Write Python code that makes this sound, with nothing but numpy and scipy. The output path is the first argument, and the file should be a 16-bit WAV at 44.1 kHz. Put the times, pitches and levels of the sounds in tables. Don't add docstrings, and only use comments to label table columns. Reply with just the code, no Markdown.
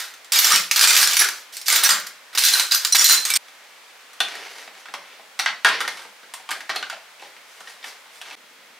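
import sys
import numpy as np
from scipy import signal
from scipy.fft import rfft, irfft
from scipy.io import wavfile
from scipy.ndimage import uniform_filter1d, minimum_filter1d

SR = 44100
rng = np.random.default_rng(int(sys.argv[2]) if len(sys.argv) > 2 else 0)


def store_pcm(level_fs):
    pcm = np.round(np.clip(level_fs, -1, 1) * 32767).astype(np.int16)
    wavfile.write(sys.argv[1], SR, np.atleast_2d(pcm).T)


def amplitude_ratio(level_db):
    exponent = np.asarray(level_db, float) / 20
    return 10 ** exponent


N = 387618
T = np.arange(N) / SR

CHANGES_S = [
    3.376,
    8.356,
]
HANDFULS_S = [0, .315, .708, 1.505, 2.305, 2.915, 3.38]
# frequency in Hz, level in dB.
WALL_MODES = [
    [(3908, -52)],
    [(2955, -36), (3806, -46), (5572, -21), (7289, -34), (8204, -47), (11983, -49)],
    [(1674, -27), (2433, -24.5), (5825, -28), (9652, -39), (11149, -44)],
    [(4904, -38), (5825, -39), (6842, -28.5), (8495, -54)],
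    [(1540, -27), (4102, -26), (4893, -26.5), (10869, -55), (11730, -42)],
    [(5760, -38), (6794, -22), (8215, -25), (9335, -26.5), (12554, -39), (13598, -31)],
]
# frequency in Hz, density in dB per Hz.
STEEL_SPECTRUM = [(710, -35.5), (1200, -22), (1700, -4), (1860, -4.5), (2760, -4), (4620, 1.5),
                  (10400, -7.5), (12400, -6), (15600, -12), (16500, -68)]
# frequency in Hz, density in dB per Hz.
BOX_SPECTRUM = [(59, -67), (100, -39), (171, -40), (248, -55), (301, -15), (745, -9), (1430, 5.5),
                (1870, 3), (3500, -8.5), (4550, -5), (7700, -120)]
# frequency in Hz, density in dB per Hz.
CASE_SPECTRUM = [(410, -28.5), (700, -4), (884, -1), (1120, -0.5), (1720, 1.5), (2290, 2), (4420, -3.5),
                 (6000, -11.5), (7800, -24), (13200, -120)]
# frequency in Hz, density in dB per Hz.
AIR_SPECTRUM = [(15, -99), (25, -62), (197, -20.5), (280, -14.5), (339, -18), (470, -7), (1980, -3),
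                (2150, -2.5), (2600, -6), (3320, -7), (5130, -11.5), (15200, -23), (16500, -23)]
AIR_DB = [
    -48,
    -48.5,
    -50,
]
# frequency in Hz, level in dB.
WHINE = [(2169, -67), (3295, -67), (6115, -78), (14804, -78)]
# frequency in Hz, T60 in seconds.
ROOM_T60 = [(150, 0.61), (600, 0.34), (2000, 0.32), (6000, 0.31), (15000, 0.25)]
# frequency in Hz, likeness from 0 to 1.
LIKENESS = [(100, 1), (1000, 0.93), (4000, 0.69), (12000, 0.013)]
# start in seconds, hold in seconds, chatter in dB, box share in dB.
PUSHES = [(0, 0.0057, -19.5, -6), (.323, 0.24, -15.5, -9), (.5, 0.054, -15, -4), (.713, 0.0039, -17, -13.5),
          (.76, 0.093, -15.5, -7.5), (.873, 0.027, -16, -9), (.93, 0.1, -15, -9.5),
          (1.09, 0.056, -17, -9.5), (1.194, 0.028, -18, -1.5), (1.32, 0.072, -27.5, -8),
          (1.525, 0.037, -25.5, -21), (1.565, 0.0052, -29, -29), (1.66, 0.016, -19.5, -26),
          (1.682, 0.11, -16.5, -7), (1.83, 0.041, -16.5, -2.5), (1.91, 0.058, -25, 6),
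          (2.33, 0.019, -29, 0.5), (2.382, 0.15, -17, -14), (2.52, 0.097, -17.5, -8),
          (2.71, 0.031, -19.5, -11), (2.78, 0.064, -23, -7.5), (2.923, 0.014, -29, -23),
          (2.947, 0.025, -11.5, -9), (3.044, 0.021, -13, -37), (3.066, 0.055, -14.5, -7.5),
          (3.25, 0.062, -20, -9), (3.36, .03, -13.5, -17.5)]
# time in seconds, peak in dB, low
# ring in Hz, high ring in Hz.
KNOCKS = [(0.1382, -30, 3520, 6470), (0.246, -33, 3330, 7560), (0.321, -4.5, 5110, 7800),
          (0.389, 0, 3800, 11950), (0.4445, -6, 5060, 11600), (0.521, -2, 5650, 9100),
          (0.5596, -5, 5300, 8100), (0.7122, -4.5, 2570, 6470), (0.7606, -8, 4720, 6900),
          (0.7930, -0.5, 5280, 6900), (0.8109, 4, 4920, 11200), (0.839, -3, 4620, 8200),
          (0.8733, 6, 1500, 7540), (0.906, -4.5, 4600, 9100), (0.952, -8.5, 4070, 7340),
          (0.9643, -1.5, 4800, 6760), (1.014, -6, 4780, 10600), (1.0285, 0, 5370, 9200),
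          (1.0737, -6, 5140, 7000), (1.1338, -12, 4200, 7300), (1.168, -1, 4540, 9770),
          (1.197, -13, 5940, 11600), (1.2181, -8, 1910, 9700), (1.2443, -12, 1780, 7600),
          (1.287, -12.5, 2230, 6200),
          (1.568, -18, 2490, 8200),
    (1.6142, -23.5, 5600, 9800),
    (1.6825, 0, 2240, 11800),
    (1.7014, -1, 2230, 7360),
    (1.7254, 0, 4980, 9230),
    (1.7602, -6.5, 3900, 7250),
    (1.836, -12, 3940, 8950),
    (1.891, 3, 1340, 7300),
    (1.9058, -9, 4940, 6800),
    (2.0653, -29.5, 2550, 11700),
          (2.3505, -15, 5500, 12000), (2.3753, -7.5, 4000, 6050), (2.383, -5.5, 4270, 8900),
           (2.4374, 2, 4030, 10300), (2.4854, -7, 4030, 6800), (2.537, -7, 4020, 9500),
           (2.597, -4, 4110, 9500), (2.7104, -15, 4030, 8100), (2.7198, -1, 1600, 6620),
           (2.7462, -5, 5940, 12000), (2.849, -5.5, 5270, 7100), (2.9234, -11.5, 5790, 9300),
           (2.9477, -12.5, 2330, 6560), (2.9669, 7, 5550, 6900), (2.9954, -1, 5900, 7400),
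           (3.0428, 3, 6780, 13300), (3.068, 7.5, 5750, 6870), (3.0966, 3, 5800, 9500),
           (3.1486, -14, 7110, 8300), (3.2521, -9, 6440, 8360), (3.3032, -7.5, 3760, 11200),
           (3.338, -9, 5470, 8200), (3.3553, -10.5, 6500, 9200)]
# time in seconds, peak in dB.
TAPS = [(0.323, 2), (0.335, -0.5), (0.355, -9), (0.402, 7), (0.42, -3), (0.4518, -2), (0.471, -1),
        (0.5035, 2), (0.5418, -12), (0.5957, -8.5), (0.7214, -14), (0.7665, -1), (0.7784, -11),
        (0.8228, -4), (0.832, -1), (0.843, -11), (0.929, -2), (0.9745, 2.5), (1.038, -11), (1.1935, 7),
        (1.21, -4), (1.4104, -40), (1.5776, -24), (1.6672, -22), (1.8411, 4), (1.8459, 4.5), (1.875, 4.5),
        (1.9994, -13.5), (2.0695, -14), (2.356, -14.5), (2.3905, 5), (2.443, 0), (2.4507, 6.5), (2.548, -4),
        (2.5696, -8), (2.582, -12), (2.729, -20), (2.7748, -10), (2.8694, -10), (2.9277, -15), (2.955, -14),
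        (3.0785, -1), (3.102, -4), (3.125, 1.5), (3.36, -5), (3.3687, -18)]
# time in seconds, peak in dB.
JOLTS = [
    (0.526, -49.5),
    (1.002, -55),
    (1.92, -55),
    (3.063, -49),
]
# start in seconds, frequency in Hz, level in dB, length in
# seconds (sign ignored, a quarter of it is held).
SINGING_PARTIALS = [(0.325, 7430, -21, 0.078), (0.341, 3790, -18, 0.037), (0.348, 11090, -30, 0.014),
                    (0.353, 12000, -20, 0.026), (0.356, 6680, -17, 0.085), (0.357, 2345, -17.5, 0.031),
                    (0.358, 4920, -13, 0.04), (0.386, 12230, -6.5, 0.037), (0.428, 6570, -18, 0.06),
                    (0.461, 7320, -16, 0.13), (0.527, 5580, -14, 0.14), (0.54, 7300, -26, 0.029),
                    (0.55, 2975, -19, 0.1), (0.556, 8500, -33, -0.00052), (0.569, 2493, -12.5, 0.0092),
                    (0.76, 13260, -27, 0.027), (0.83, 4600, -19, 0.03), (0.8733, 7750, -5, 0.004),
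                    (0.515, 1240, -14.5, 0.072), (1.218, 1720, -10, 0.012), (1.241, 1495, -16, 0.011),
                    (0.907, 8830, -21, 0.015), (1.167, 13000, -24, 0.02), (1.168, 4550, -12, -0.011),
                    (1.189, 5810, -10, 0.029), (1.192, 14500, -27, -0.006), (1.194, 11080, -6, 0.019),
                    (1.709, 3850, -19, 0.027), (1.722, 8970, -15, 0.013), (1.756, 13570, -12, 0.011),
                (1.833, 10260, -13, 0.01), (1.834, 14970, -11, 0.015), (1.835, 8530, -9, 0.019),
                (1.85, 5840, -12, 0.054), (1.874, 8600, -28, 0.0038), (1.9, 14500, -24, 0.016),
                (1.903, 4950, -7, -0.00068), (1.908, 8620, -19.5, 0.077), (2.535, 10870, -21, 0.045),
                (2.536, 4101, -9, 0.028), (2.532, 9390, -16, 0.036), (2.554, 1537, -16.5, 0.0061),
                (2.622, 3900, -19, 0.01), (2.712, 3930, -9, 0.0011), (2.716, 4910, -4, -0.0018),
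                (2.748, 11850, -12.5, 0.015), (2.923, 4970, -21, 0.018), (2.924, 5800, -6, 0.021),
                (2.929, 9320, -19, 0.018), (2.924, 10100, -19, 0.019), (2.925, 8420, -19, 0.026),
                (2.98, 3400, -14, 0.036), (2.993, 5760, -1, 0.014), (2.994, 1670, -27, 0.018),
                (2.987, 6980, -6, 0.016), (3.042, 8230, -23, 0.024), (3.042, 13590, -3, 0.011),
                (3.055, 5650, -18, 0.031), (3.056, 9320, -28, 0.064), (3.064, 12600, -5, 0.039),
                (3.065, 6860, -21, 0.032), (3.119, 14500, -8, 0.02), (3.147, 7110, -17, 0.023),
                    (3.3, 2317, -22, .2),
    (3.337, 5350, -14, .015),
    (3.36, 8500, -10, 0.019),
]
# start in seconds, frequency in Hz, level in dB, length in seconds (a
RINGER = [
    (2.9235, 4101, -11, .05),
    (2.95, 4101, -21, .15),
    (3.0432, 4101, -6, .06),
    (3.068, 4101, -7, .03),
    (3.097, 4101, -6, .07),
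    (3.13, 4101, -19, .1),
    (3.17, 4101, -21, .32),
]
# time in seconds, depth in dB.
HUSHES = [(.793, -19), (0.874, -10), (2.7215, -13), (.965, -9), (2.4375, -6), (2.537, -3), (1.168, -1),
          (1.7244, -2), (1.891, 2), (2.9473, -15), (2.968, -7), (3.044, -8), (3.07, -4)]
# time in
# seconds, peak in dB, panel in Hz, body in dB, brightness in dB.
CASE_KNOCKS = [(3.483, -38, 2100, -20, 1), (4.132, -41, 1160, -26, 6), (4.2036, -7, 3430, -18.5, -7),
               (4.353, -26, 1550, -9, -2), (4.676, -31, 1790, -7.5, -26), (4.856, -30, 1300, -34, -31),
               (4.885, -33, 1720, -5, -24), (4.939, -19.5, 1045, -10, -8), (5.196, -41, 700, 1.5, -20),
               (5.3914, -15.5, 2360, -39, 1.5), (5.396, -12, 4540, -33, -12), (5.4605, -8, 1920, -48, -28),
               (5.473, -19.5, 1410, -22, -20), (5.647, 0, 1610, -21.5, -8.5), (5.65, -7.5, 1690, -15.5, -26),
               (5.659, -22, 1600, -24, -22), (5.805, -16.5, 1500, -20, -3), (5.811, -17, 1280, -13, -5),
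               (5.85, -24, 1770, -21, -15), (5.878, -14.5, 1800, -16, -3.5), (5.972, -26.5, 1280, -26, -5),
               (5.993, -30, 1010, -20, -11), (6.018, -34, 1350, -11, -12), (6.05, -35, 845, -5, -11),
               (6.232, -38, 1590, -3, -23),
               (6.338, -27, 995, -37, 8.5), (6.399, -35, 875, -13, -26), (6.49, -20.5, 1040, -20, -7),
           (6.513, -16, 1590, -28, -5), (6.606, -24, 1800, -31, -7), (6.694, -17, 1420, -16, -12),
           (6.699, -17.5, 2160, -17, -21), (6.706, -26.5, 1400, -22, -22), (6.7596, -15.5, 3840, -14, -4.5),
           (6.827, -17.5, 1580, -23, -32), (6.899, -19.5, 1650, -39, -5.5), (6.928, -27, 760, -26, -23),
           (7.197, -36, 2830, -23, -22), (7.223, -34.5, 854, -3, -28), (7.365, -37.5, 2390, -26, -25),
           (7.605, -31.5, 1390, -13, -2), (7.673, -29, 1690, -23, -21), (7.828, -35, 3640, -19, -29),
           (7.842, -25, 1680, -36, -4), (8.057, -40, 890, -17, -22), (8.214, -26, 2800, -34, -2),
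           (8.258, -39, 1410, -16, -27), (8.31, -29.5, 2460, -21, -22), (6.507, -20, 1540, -22, 3),
           (6.565, -32.5, 700, -11, -22), (6.752, -24, 1300, -27, -12), (8.155, -40, 2020, -25, -2),
           (8.33, -36, 2000, -20, -4), (5.487, -22.5, 1400, -19, -25), (5.687, -13.5, 1730, -24, -6)]
# start in seconds, hold in seconds, rub in dB, brightness in dB.
SLIDES = [(3.4, 1, -44, -10), (4.28, 0.19, -34, -14.5), (4.5, 0.13, -36, -10), (4.75, 0.056, -39, -10),
          (5.03, 0.12, -39.5, -29), (5.43, 0.05, -43, -10), (5.73, 0.019, -28.5, -23),
          (5.9, 0.14, -40, -2.5), (6.52, .02, -40, -4), (6.66, 0.13, -45, -10), (6.92, 0.036, -42, -27),
          (7.22, 0.046, -39, -11), (7.5, 0.17, -41.5, -5.5), (7.69, 0.0084, -36.5, -6),
          (7.87, 0.013, -34, -8), (8.15, 0.022, -43, 4), (8.26, 0.096, -36.5, -13)]

PUSH_RISE_DB_PER_S, PUSH_FALL_DB_PER_S = 3000, 346
SLIDE_RISE_DB_PER_S, SLIDE_FALL_DB_PER_S = 200, 152
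SETTLE_DB, SETTLE_DB_PER_S = -1.5, 100
TICK_DB, CLICK_DB, THUD_DB = -10, -9, -10
TAP_TICK_DB, TAP_CRACK_DB = -4.5, -16.5
RING_T60_S, STRIKE_SPREAD_DB = 0.08, 2.5
COUNTER_HZ = 182
SING_RISE_S, SING_FALL_DB_PER_S, SING_DB, SING_WET_DB = 0.0015, 656, -4, -6
WAVER_DB = 2.5
HUSH_S = 0.002
ECHO_S, ECHO_DB = 0.017, -14
SQUEEZE_DB, RELEASE_DB_PER_S = -9, 345


def rms_one(x):
    return x / np.sqrt(np.mean(x ** 2) + 1e-20)


def at_hz(points, hz):
    table_hz, values = np.array(points).T
    return np.interp(np.log(hz), np.log(table_hz), values)


def samples(times_s):
    return (times_s * SR).astype(int)


def sides(pan_db):
    return amplitude_ratio(np.array([[pan_db], [-pan_db]]) / 2)


def colour(x, spectrum_db):
    log_gain = at_hz(spectrum_db, np.linspace(1, SR / 2, 1025)) * np.log(10) / 20
    fold = np.r_[1, 2 * np.ones(1023), 1, np.zeros(1023)]
    taps = irfft(np.exp(rfft(irfft(log_gain) * fold)))
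    return signal.oaconvolve(np.atleast_2d(x), taps[None] / np.linalg.norm(taps))[:, :N]


def band(x, low_hz, high_hz):
    sos = signal.butter(2, [low_hz, min(high_hz, SR / 2.2)], "band", fs=SR, output="sos")
    return signal.sosfilt(sos, x)


def ring(clicks, hz, t60_s):
    r = amplitude_ratio(-60 / (t60_s * SR))
    w = 2 * np.pi * hz / SR
    return signal.lfilter([0, np.sin(w)], [1, -2 * r * np.cos(w), r * r], clicks + 1e-18)


def grains(per_s, spread_db, size=N):
    sizes = amplitude_ratio(spread_db * np.minimum(rng.exponential(1, size), 4)) * rng.choice([-1, 1], size)
    return rms_one(sizes * (rng.random(size) < per_s / SR))


def bursts(times_s, levels_db, t60_s):
    clicks = np.zeros(N)
    clicks[samples(times_s)] = amplitude_ratio(levels_db)
    envelope = signal.lfilter([1], [1, -amplitude_ratio(-60 / (t60_s * SR))], clicks + 1e-18)
    return envelope * rng.standard_normal(N)


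def tone(level_db, hz, t60_s):
    t = np.arange(int(t60_s * SR)) / SR
    beat = 1 + 1.3 * np.cos(2 * np.pi * hz * 0.012 * t)
    return amplitude_ratio(level_db - 60 * t / t60_s) * beat * np.sin(2 * np.pi * hz * t)


def strokes(rows, rise_db_per_s, fall_db_per_s):
    start_s, hold_s, level_db, second_db = np.transpose(rows)[..., None]
    t = T[::128]
    after_s = np.maximum(t - start_s - np.abs(hold_s), 0)
    fall_db = np.maximum(-fall_db_per_s * after_s, SETTLE_DB - SETTLE_DB_PER_S * after_s)
    levels_db = level_db + fall_db - rise_db_per_s * np.maximum(start_s - t, 0)
    loudest = levels_db.argmax(0)
    return np.interp(T, t, levels_db.max(0)), np.interp(T, t, second_db[loudest, 0])


def cutters():
    stir_db, box_db = strokes(PUSHES, PUSH_RISE_DB_PER_S, PUSH_FALL_DB_PER_S)
    s, peak_db, low_hz, high_hz = np.transpose(KNOCKS)
    thud_db = THUD_DB + box_db[samples(s)]
    effort = amplitude_ratio(1.9 * (stir_db + 17.0) - 20.0)
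    strikes = np.zeros(N)
    strikes[samples(s)] = amplitude_ratio(peak_db)
    walls = handful_walls(effort, strikes)
    for k in range(len(s)):
        low_t60_s = RING_T60_S * min(low_hz[k] / 4000, 1) ** 2
        for hz, level_db, t60_s in ((low_hz[k], -18.0, low_t60_s), (high_hz[k], -16.0, 0.06)):
            a, partial = int(s[k] * SR), tone(peak_db[k] + level_db, hz, t60_s)
            walls[a:a + len(partial)] += partial
    tap_s, tap_db = np.transpose(TAPS)
    every_s = np.r_[s, tap_s]
    chatter = grains(2500, spread_db=0.0) * effort
    cracks = bursts(every_s, np.r_[peak_db - 9.5, tap_db + TAP_CRACK_DB], 0.049)
    steel = colour(amplitude_ratio(-5.5) * chatter + cracks, STEEL_SPECTRUM)[0]
    thuds = bursts(s, peak_db + thud_db, 0.042)
    box = colour(chatter * amplitude_ratio(box_db - 1.0) + thuds, BOX_SPECTRUM)[0]
    box += worktop()
    loose = rattle(amplitude_ratio(-42.5) * effort, amplitude_ratio(-42.0) * strikes)
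    ticks = bursts(every_s, np.r_[peak_db + TICK_DB, tap_db + TAP_TICK_DB], 0.0023)
    ticks = band(ticks + amplitude_ratio(CLICK_DB) * strikes, 1860, 18600)
    return band(walls * sides(-1.1) + loose, 1530, 24500) + (steel + ticks) * sides(-2.3) + box


def handful_walls(effort, strikes):
    walls = np.zeros(N)
    tail = SR // 2
    for start_s, end_s, modes in zip(HANDFULS_S, HANDFULS_S[1:], WALL_MODES):
        a, b = int(start_s * SR), int(end_s * SR)
        for hz, level_db in modes:
            clicks = amplitude_ratio(-36.0) * effort[a:b] * grains(180, spread_db=-18.0, size=b - a)
            clicks += strikes[a:b] * amplitude_ratio(rng.normal(6.1, STRIKE_SPREAD_DB, b - a))
            walls[a:b + tail] += amplitude_ratio(level_db + 8.0) * ring(np.r_[clicks, np.zeros(tail)], hz, 0.019)
    return walls


def rattle(effort, strikes):
    out = np.zeros((2, N))
    for start_s, end_s in zip(HANDFULS_S, HANDFULS_S[1:]):
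        a, b = int(start_s * SR), int(end_s * SR)
        knocks = np.flatnonzero(strikes[a:b])
        at = rng.integers(0, b - a, (b - a) // 200)
        clinks = effort[a + at] * amplitude_ratio(3.14 * np.minimum(rng.exponential(1, len(at)), 3))
        for hz in np.geomspace(1300, 15800, 60) * rng.uniform(0.98, 1.02, 60):
            touches = np.zeros(b - a + SR // 8)
            touches[at] = clinks * rng.normal(0, 1, len(at)) ** 2 * rng.choice([-1, 1], len(at))
            touches[knocks] += strikes[a + knocks] * rng.normal(0, 1, len(knocks))
            t60_s = 0.037 * (4000 / hz) ** 0.27 * rng.uniform(0.87, 0.91)
            gain = amplitude_ratio(at_hz(STEEL_SPECTRUM, hz)) * np.sqrt(hz / 4000 / t60_s)
            rung = ring(touches, hz, t60_s) * gain
            out[:, a:a + len(rung)] += rung * sides(rng.normal(-4.1, 1.0))
    return out


def worktop():
    jolts = bursts(*np.transpose(JOLTS), 0.11)
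    return band(ring(jolts, COUNTER_HZ, 0.076), 193, 600) * amplitude_ratio(-9.0)


def singing():
    out = np.zeros(N)
    brush = amplitude_ratio(WAVER_DB * rms_one(band(rng.standard_normal(N), 41, 160)))
    t = np.arange(SR // 6) / SR
    for s, hz, level_db, hold_s in SINGING_PARTIALS + RINGER:
        a = int(s * SR)
        fall_db = SING_FALL_DB_PER_S * np.maximum(t - abs(hold_s) / 4, 0) + 60 * t
        envelope = amplitude_ratio(level_db + SING_DB - fall_db) * np.minimum(t / SING_RISE_S, 1)
        out[a:][:len(t)] += envelope * np.sin(2 * np.pi * hz * (t + a / SR))
    return out * brush


def hush():
    s, depth_db = np.transpose(HUSHES)[..., None]
    t = T[:int(CHANGES_S[0] * SR)]
    return amplitude_ratio((depth_db * np.exp(-np.abs(s - t) / HUSH_S) * (t < s)).sum(0))


def cases():
    s, peak_db, panel_hz, body_db, bright_db = np.transpose(CASE_KNOCKS)
    rub_db, sheen_db = strokes(SLIDES, SLIDE_RISE_DB_PER_S, SLIDE_FALL_DB_PER_S)
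    present = T > CHANGES_S[0]
    rub = grains(1200, spread_db=-1.5) * amplitude_ratio(2.03 * (rub_db + 36.5) - 45.0) * present
    body = bursts(s, peak_db + body_db + 10.5, 0.062)
    bright = bursts(s, peak_db + bright_db - 6.5, 0.052)
    out = colour(bursts(s, peak_db - 8, 0.066) + rub, CASE_SPECTRUM)[0]
    out += band(body + amplitude_ratio(6.5) * rub, 396, 1020)
    out += band(bright + amplitude_ratio(sheen_db + 6.5) * rub, 2700, 11100)
    size = SR // 10
    dying = amplitude_ratio(-60 * np.arange(size) / SR / 0.032)
    for k, a in enumerate(samples(s)):
        panel = band(dying * rng.standard_normal(size), 0.84 * panel_hz[k], 1.124 * panel_hz[k])
        out[a:a + size] += amplitude_ratio(peak_db[k] - 10.5) * rms_one(panel) / 4
    boom_db = 0.46 * peak_db + 0.3 * body_db - 27
    out += band(bursts(s, boom_db, 0.18), 168, 330)
    crackle = grains(140, spread_db=24.5) * amplitude_ratio(2.4 * (rub_db + 33.0) - 44.0) * present
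    snaps = bursts(s, peak_db + 0.53 * bright_db + 2, 0.0025)
    snaps[samples(s)] += amplitude_ratio(peak_db + 10)
    lag = int(ECHO_S * SR)
    snaps[lag:] += amplitude_ratio(ECHO_DB) * snaps[:-lag]
    out += band(snaps + crackle, 780, 6000)
    return out * np.ones((2, 1))


def room_tail():
    hz = np.geomspace(100, 17000, 12)
    size = SR // 2
    tail, t = np.zeros((2, size)), np.arange(size) / SR
    for low_hz, high_hz in zip(hz, hz[1:]):
        mid, side = band(rng.standard_normal((2, size)), low_hz, high_hz)
        alike = np.clip(at_hz(LIKENESS, low_hz), 0, 1)
        pair = np.sqrt(1 + alike) * mid + np.sqrt(1 - alike) * side * [[1], [-1]]
        tail += pair * amplitude_ratio(-60 * t / at_hz(ROOM_T60, low_hz))
    tail *= np.minimum(t / 0.00019, 1)
    return tail / np.linalg.norm(tail[0])


def kitchen(x, tails, wet_db):
    out = x.copy()
    turn = np.arange(x.shape[1]) / SR / 0.02
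    for k, tail in enumerate(tails):
        share = np.cos(np.pi / 3 * (turn - k)) ** 2 * np.sqrt(8 / 9)
        out += amplitude_ratio(wet_db) * signal.oaconvolve(x.mean(0)[None] * share, tail)[:, :x.shape[1]]
    return out


def room_air():
    mid, side = colour(rng.standard_normal((2, N)), AIR_SPECTRUM)
    side = amplitude_ratio(-14.0) * band(side, 2100, 26000) + amplitude_ratio(-6.5) * side
    whine = sum(amplitude_ratio(db + 4.5) * np.sin(2 * np.pi * hz * T) for hz, db in WHINE)
    rumble = amplitude_ratio(-48.0) * band(rng.standard_normal(N), 200, 410)
    air_gain = amplitude_ratio(np.array(AIR_DB)[np.searchsorted(CHANGES_S, T)])
    return air_gain * (mid + side * [[1], [-1]]) + (whine + rumble) * (T > CHANGES_S[1])


def scene():
    tails = [room_tail() for _ in range(3)]
    first_s, last_s = CHANGES_S
    cut = int(first_s * SR)
    sung = singing()[:cut] * sides(-3.5)
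    steel = kitchen(cutters()[:, :cut] + amplitude_ratio(SING_WET_DB) * sung, tails, -3.0)
    steel += (1 - amplitude_ratio(SING_WET_DB)) * sung
    plastic = kitchen(cases()[:, cut:], tails, -2.5)
    near = np.c_[steel * hush(), plastic]
    near *= np.clip(np.abs(T - first_s) / 0.0061, 0, 1) * (T < last_s)
    dip = np.clip(np.maximum((last_s - T) / 0.004, (T - last_s) / 0.015), 0.1, 1)
    bass_cut = signal.butter(3, 140, "high", fs=SR, output="sos")
    return dip * (signal.sosfilt(bass_cut, near) + room_air())


def band_limit(x):
    return signal.sosfilt(signal.butter(12, 16830, fs=SR, output="sos"), x)


def record(dry):
    level_db = 10 * np.log10(uniform_filter1d((dry ** 2).mean(0), size=161) + 1e-9)
    squeeze_db = np.maximum(level_db - SQUEEZE_DB, 0)
    squeeze_db = np.maximum.accumulate(squeeze_db + RELEASE_DB_PER_S * T) - RELEASE_DB_PER_S * T
    levelled = dry * amplitude_ratio(-uniform_filter1d(squeeze_db, size=381))
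    over_db = np.maximum(20 * np.log10(np.abs(levelled).max(0) + 1e-9) + 0.5, 0)
    held_db = np.maximum.accumulate(over_db + 150 * T) - 150 * T
    duck_db = uniform_filter1d(-minimum_filter1d(-held_db, size=65), size=33)
    top_cut = signal.cheby2(10, 60, 17000, fs=SR, output="sos")
    mix = signal.sosfilt(top_cut, levelled * amplitude_ratio(-duck_db))
    return band_limit(mix)


dry = scene()
out = record(dry)
store_pcm(out)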